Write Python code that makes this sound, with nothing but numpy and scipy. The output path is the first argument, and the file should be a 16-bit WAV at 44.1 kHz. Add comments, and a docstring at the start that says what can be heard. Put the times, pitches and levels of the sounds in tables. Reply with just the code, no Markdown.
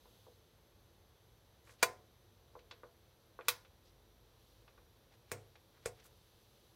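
"""Rotary switches of a small bench oscilloscope snap from detent to detent in a quiet room: each blow is an
impact, a noisy crack with its room tail, and decaying sines for the modes of the sheet-metal cabinet.
Contacts slide just before and through each snap, as swells of grainy noise; between the snaps fingers knock
(the same cabinet, low-passed, with one rebound) and rub on the knobs (sliding noise).
Under it lie shaped noise for rumble and hiss, a low drone and hum, and a thin, slowly drifting whine."""
import sys
import numpy as np
from scipy import signal
from scipy.fft import rfft, irfft
from scipy.io import wavfile
from scipy.ndimage import uniform_filter1d

SR = 44100
rng = np.random.default_rng(int(sys.argv[2]) if len(sys.argv) > 2 else 0)


def materialize(psi):
    """Save the field psi as 16-bit PCM at rate SR to the path in sys.argv[1].

    A 1-D psi becomes a single channel; in a 2-D psi each row is a channel.
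    """
    bounded = np.clip(np.atleast_2d(psi).T, -1, 1)
    quanta = np.round(bounded * 32767).astype(np.int16)
    wavfile.write(sys.argv[1], SR, quanta)


N = 297895
RING_SIZE = 18000  # samples computed for one blow

# Detent snaps: t/s, total energy/dB, energy of the first impact/dB, hold of the crack by contact chatter/s,
# t60 of the crack/s, room tail relative to the crack/dB
SNAPS = [(1.8277, 5.5, -12.5, .005, 0.045, -17), (3.4833, 2, -19.5, 0.001736, 0.071, -15.5),
         (5.3167, -10, -4.5, 0.00054, 0.067, -12), (5.8587, -8, -1, 0.0029, 0.1, -15.5)]


def undb(db):
    """Level definition: decibels to amplitude gain."""
    return 10 ** (np.asarray(db) / 20)


def level(x, db):
    """Mean power: scale a signal to an rms level."""
    return x * undb(db) / np.sqrt(np.mean(x ** 2))


def blow(x, db):
    """Signal energy: scale a transient to a total energy, the sum of its squares."""
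    return x * undb(db) / np.sqrt(np.sum(x ** 2))


def curve(rows):
    """Linear interpolation: join (t/s, value) rows by straight lines."""
    return np.interp(np.arange(N) / SR, *np.transpose(rows))


def fade(t, t60):
    """Exponential damping: 60 dB down after t60."""
    return np.exp(-np.log(1000) * t / t60)


def swells(rows):
    """Amplitude modulation: a Gaussian rise of the gain for each (middle/s, width/s, rise/dB) row."""
    t = np.arange(N) / SR
    rise_db = sum(db * np.exp(-((t - s) / width_s) ** 2) for s, width_s, db in rows)
    return undb(rise_db)


def colour(x, points):
    """Minimum-phase filtering: a causal response to the (f/Hz, level/dB) spectrum, from its folded cepstrum."""
    size = 4096
    hz, db = np.transpose(points)
    f = np.maximum(np.arange(size // 2 + 1) * SR / size, 1)
    gain = undb(np.interp(np.log(f), np.log(hz), db))
    cepstrum = irfft(np.log(gain))
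    # fold the negative times onto the positive ones
    cepstrum[1:size // 2] *= 2
    cepstrum[size // 2 + 1:] = 0
    response = irfft(np.exp(rfft(cepstrum)))
    return signal.fftconvolve(x, response)[:len(x)]


def band(x, low_hz, high_hz, order=2):
    """Band limitation: Butterworth band-pass."""
    top = min(max(high_hz, low_hz + 1), SR / 2 - 1)
    return signal.sosfilt(signal.butter(order, [low_hz, top], "band", fs=SR, output="sos"), x)


def narrow_noise(hz, width_hz):
    """Narrow-band noise: a wavering tone of rms 1."""
    noise = rng.standard_normal(N)
    return level(band(noise, hz - width_hz / 2, hz + width_hz / 2, order=1), 0)


def add(out, s, x):
    """Superposition: mix x into out from time s on."""
    i = max(int(s * SR), 0)
    out[i:i + len(x)] += x[:len(out) - i]


def background():
    """Stationary noise and tones: room rumble with a low drone and a wavering hum, and smooth hiss."""
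    # spectra of the rumble and of the hiss: f/Hz, level/dB
    rumble_spectrum = [(13, -43), (22, -15.5), (38, -2.5), (99, 0), (144, -10.5), (223, -11.5),
                       (306, -15.5), (338, -5.5), (374, -18), (429, -9), (566, -11.5), (625, -15.5),
                       (858, -16), (1250, -20), (2500, -25.5), (3250, -49), (5500, -120)]
    hiss_spectrum = [(1470, -35.5), (2500, -12), (2580, -4), (2790, -4.5), (3080, -1), (3890, 0.5),
                     (5560, -7.5), (6110, -6), (6700, -11), (8940, -13), (11800, -6.5), (12800, -18.5),
                     (13700, -9), (15200, -10), (16000, -19)]
    # swells of the hiss and of the drone: middle t/s, width/s, rise/dB
    hiss_swells = [(.15, 0.19, 4.5), (4.5, 0.13, 3), (6.45, 0.77, 3)]
    drone_swells = [(4.2, .4, 9)]
    rumble = level(colour(rng.standard_normal(N), rumble_spectrum), -68.5)
    steady_hiss = level(colour(rng.standard_normal(N), hiss_spectrum), -76)
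    steady_drone = level(np.sin(2 * np.pi * 50 * np.arange(N) / SR), -78.5)
    hum = undb(-76.5) * narrow_noise(116, 17)
    hum = hum + undb(-86.0) * narrow_noise(370, 10) + undb(-89) * narrow_noise(443, 10)
    return rumble + steady_hiss * swells(hiss_swells) + steady_drone * swells(drone_swells) + hum


def whine(jitter_hz=60):
    """Frequency modulation: electronics sing on a drifting, unsteady pitch, with a steadier line above it."""
    # slow drift of the pitch: t/s, f/Hz
    pitch = [(0.0, 6170), (5.49, 5737), (6.28, 6020), (6.75, 5950)]
    unrest = level(uniform_filter1d(rng.standard_normal(N), size=60), 0)
    phase = 2 * np.pi * np.cumsum(curve(pitch) + jitter_hz * unrest) / SR
    return level(np.sin(phase), -89.0) + undb(-87.0) * narrow_noise(11660, 110)


def slide(length_s, db, low_hz, high_hz, grain_db=4, grip_db=3):
    """Stick-slip friction: a short swell of dense micro-slips whose grip varies over a few milliseconds."""
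    slips, sizes, grip = rng.standard_normal((3, RING_SIZE))
    grip = level(uniform_filter1d(grip, size=300), 0)
    swell = np.hanning(min(int(length_s * SR), RING_SIZE))
    grains = (slips * undb(grain_db * sizes + grip_db * grip))[:len(swell)]
    return level(band(grains * swell, low_hz, high_hz), db)


def wipers():
    """Sliding friction: wipers drag faintly before each snap; the spring skids off the cam's crest, louder."""
    drag_s, skid_s = .08, .016
    drag_lead_s = .014  # the middle of the drag lies this long before the snap
    stiffness = .45  # dB that both slides gain per dB of the snap: a stiffer spring presses harder
    out = np.zeros(N)
    for s, db, *_ in SNAPS:
        drag = slide(drag_s, -72.5 + stiffness * db, low_hz=500, high_hz=4500)
        skid = slide(skid_s, -59 + stiffness * db, low_hz=700, high_hz=4500)
        add(out, s - drag_lead_s - drag_s / 2, drag)
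        add(out, s - skid_s / 2, skid)  # centred on the snap
    return out


def rubs():
    """Skin friction: fingers slide on the knobs as the hand takes hold and lets go."""
    # slides: middle t/s, half length/s, rms level/dB, lower edge f/Hz, upper edge f/Hz
    rub_rows = [(1.701, .09, -73, 600, 9900), (3.877, 0.051, -77.5, 2780, 6000),
                (5.135, 0.038, -75, 600, 4000), (5.768, 0.045, -76.5, 717, 1900),
                (5.998, .07, -73, 1000, 4000), (6.061, 0.034, -69, 1770, 14200)]
    out = np.zeros(N)
    for s, half_s, db, low_hz, high_hz in rub_rows:
        add(out, s - half_s, slide(2 * half_s, db, low_hz, high_hz))
    return out


def cabinet(switch, impact_db, chatter_s, crack_t60, room_db, ring_db):
    """Modal superposition: an impact, a crack of dense panel modes, its room tail, and clear modes of the case."""
    # cabinet modes: f/Hz, t60/s, relative spectral height/dB when struck at the range, power and mode switch
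    modes = [(102.65, 0.53, 14, 13, 14), (131.8, 0.51, 7.5, 4, 11), (358, 0.35, 7, 12, -4),
             (403.2, 0.27, 8.5, -18, 4), (487.3, 0.17, 9, 24, 9.5), (547, 0.095, 0, 5, 4),
             (675, 0.25, 5.5, 6, 10.5), (731, 0.35, 5, -6, 13.5), (909, 0.17, 2.5, 4.5, 10.5),
             (1023, 0.24, 10.5, 7.5, 9), (1108, 0.14, -18, 4.5, 11), (1156, 0.039, 4.5, 12, 4.5),
             (1310, 0.15, -19.5, 3.5, -8), (1428, 0.26, 0.5, 8, 5), (1456, 0.084, 4.5, 9.5, 0),
             (1665, 0.077, -4.5, -17, -3), (1910, 0.074, -1.5, -11, -16), (2102, 0.073, 1, -6, -2),
             (2182, 0.16, -8.5, 5, 3), (2413, 0.059, 13.5, 11, 7.5), (2586, 0.1, -3.5, 13, 0),
             (2621, 0.1, 7.5, 9, 12), (3458, 0.06, 15, 12.5, 5), (3884, 0.1, 10, 13, 7),
             (4594, 0.12, 7.5, -11, -5), (6190, 0.11, 5, -1, -14), (6940, 0.1268, 3.5, -9, -14),
             (8460, 0.11, 5.5, 0, 6), (13160, 0.079, 11, 16.5, -5)]
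    # decay of the room: f/Hz, t60/s, relative level of the tail/dB
    room = [(150, 0.38, 4.5), (598.7, 0.44, 1.5), (1813, .24, 3), (4500, 0.27, 0), (15430, 0.25, -8)]
    t = np.arange(RING_SIZE) / SR
    edges = np.geomspace(200, 20000, 9)
    room_hz, room_t60, tail_db = np.transpose(room)
    # the crack holds while the contacts chatter; the reflections build up a moment later
    crack = fade(np.maximum(t - chatter_s, 0), crack_t60)
    arrival = 1 - np.exp(-t / .005)
    out = blow(rng.standard_normal(RING_SIZE) * fade(t, .0077), impact_db)
    for low, high in zip(edges[:-1], edges[1:]):
        log_middle = np.log(low * high) / 2
        t60 = np.interp(log_middle, np.log(room_hz), room_t60)
        db = np.interp(log_middle, np.log(room_hz), tail_db)
        tail = undb(room_db + db) * arrival * fade(t, t60)
        # the second half of the noise is free of the filter's onset
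        noise = band(rng.standard_normal(2 * RING_SIZE), low, high, order=4)[RING_SIZE:]
        part = np.hypot(crack, tail) * noise
        # near-equal energy per hertz, corrected by up to 2.5 dB for the density of the modes
        density = undb(np.interp(high, [350, 1200, 3500, 8000], [0.5, -2.5, -2.5, 0.5]))
        out = out + density * blow(part, 0) * np.sqrt(2 * (high - low) / SR)
    # the case takes the blow a moment after the first contact
    late = np.maximum(t - .4 * chatter_s, 0)
    for hz, t60, *height_db in modes:
        # the spectral peak of a damped sine grows with t60, so its amplitude is divided by t60
        strength = undb(ring_db + height_db[switch]) * 2 * np.log(1000) / (t60 * SR)
        out = out + strength * np.sin(2 * np.pi * hz * late) * fade(late, t60)
    return out


def knocks():
    """Contact stiffness: soft contacts ring the cabinet with less treble; the slack shaft rebounds once."""
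    # knocks of fingers and loose shafts: t/s, energy/dB, low-pass edge f/Hz (the harder, the higher)
    knock_rows = [(0.0556, -35.5, 1200), (0.2665, -31.5, 900), (1.6721, -37, 2400), (1.6936, -33, 2300),
                  (2.5529, -25, 1130), (2.5908, -38, 4390), (2.7107, -23, 4400), (2.8332, -24, 1318),
                  (3.3894, -20, 1450), (3.409, -27.5, 2530), (3.6488, -37, 3400), (4.6785, -35, 3164),
                  (4.7774, -37.5, 2070), (5.555, -35, 3730), (6.0524, -38.5, 1490)]
    soft_hz, soft_low_hz = 1200, 515  # upper and lower edge of a soft fingertip knock
    thinning = 0.31  # octaves that the lower edge rises per octave of brightness
    rebound_s, rebound_db, rebound_loss_db = .0115, -0.5, 4  # delay, level when soft, loss per octave
    out = np.zeros(N)
    for s, db, high_hz in knock_rows:
        hardness = np.log2(high_hz / soft_hz)
        low_hz = soft_low_hz * 2 ** (thinning * hardness)
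        ring = cabinet(1, impact_db=-10.0, chatter_s=.002, crack_t60=0.0571, room_db=-15.0, ring_db=-6.5)
        soft = signal.sosfilt(signal.butter(4, high_hz, fs=SR, output="sos"), ring)
        knock = signal.sosfilt(signal.butter(2, low_hz, "high", fs=SR, output="sos"), soft)
        add(out, s, blow(knock, db))
        rebound = band(knock, 396, 620, order=1)
        add(out, s + rebound_s, blow(rebound, db + rebound_db - rebound_loss_db * hardness))
    return out


def small_parts(t, t60, height_db, count=80):
    """High modal density: springs, wafers and knob caps tinkle in many modes, drawn anew at each blow."""
    hz = rng.uniform(2800, 15500, (count, 1))
    sizes = rng.standard_normal((count, 1))
    tinkle = np.sum(sizes * np.sin(2 * np.pi * hz * t), axis=0)
    strength = undb(height_db) * 2 * np.log(1000) / (t60 * SR)
    return strength * fade(t, t60) * tinkle


def detents():
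    """Impulsive excitation: the spring drives each switch into its next notch and shakes the cabinet."""
    # switch behind each snap: 0 range, 1 power, 2 mode
    snap_switch = [0, 1, 2, 2]
    # colour of the four snaps: f/Hz, then level/dB of range switch, power switch, mode switch up, mode switch down
    colours = np.array([(69.8, -29.5, -34, 4, -5), (109, -22, -8, 4, -7.5), (194, -18, -27, -6, -7),
                        (302, -18.5, -18, -8.5, -21), (443.5, -4.5, -14.5, 4, 2.5),
                        (740, -4, -8, -7.5, -11), (980, -4, -2.5, -11, -14.5), (2195, -3.5, 0, -6, -10.5),
                        (2926, -16.5, -5.5, -15.5, -21.5), (3610, -15.5, -1, -18.5, -20.5),
                        (6018, -12, -4.5, -14.5, -17.5), (8400, -15.5, -8, -11, -16),
                        (10500, -21, -5.5, -21, -24), (15020, -19.5, -5.5, -20, -31)])
    out = np.zeros(N)
    for k, (s, db, impact_db, chatter_s, t60, room_db) in enumerate(SNAPS):
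        ring = cabinet(snap_switch[k], impact_db, chatter_s, t60, room_db, ring_db=-1.5)
        ring = ring + small_parts(np.arange(RING_SIZE) / SR, t60=.11, height_db=-0.5)
        coloured = colour(ring, colours[:, [0, k + 1]])
        add(out, s, blow(coloured, db))
    return out


def scene():
    """Superposition: all sources add up at one microphone in front of the bench."""
    return (background() + whine() + wipers() + rubs() + knocks() + detents())[None]


def record(dry):
    """Band limitation: the recorder thins the deepest bass and cuts the top steeply."""
    thinned = signal.sosfilt(signal.butter(3, 36, "high", fs=SR, output="sos"), dry)
    return signal.sosfilt(signal.ellip(10, .2, 70, 15900, fs=SR, output="sos"), thinned)


dry = scene()
out = record(dry)
materialize(out)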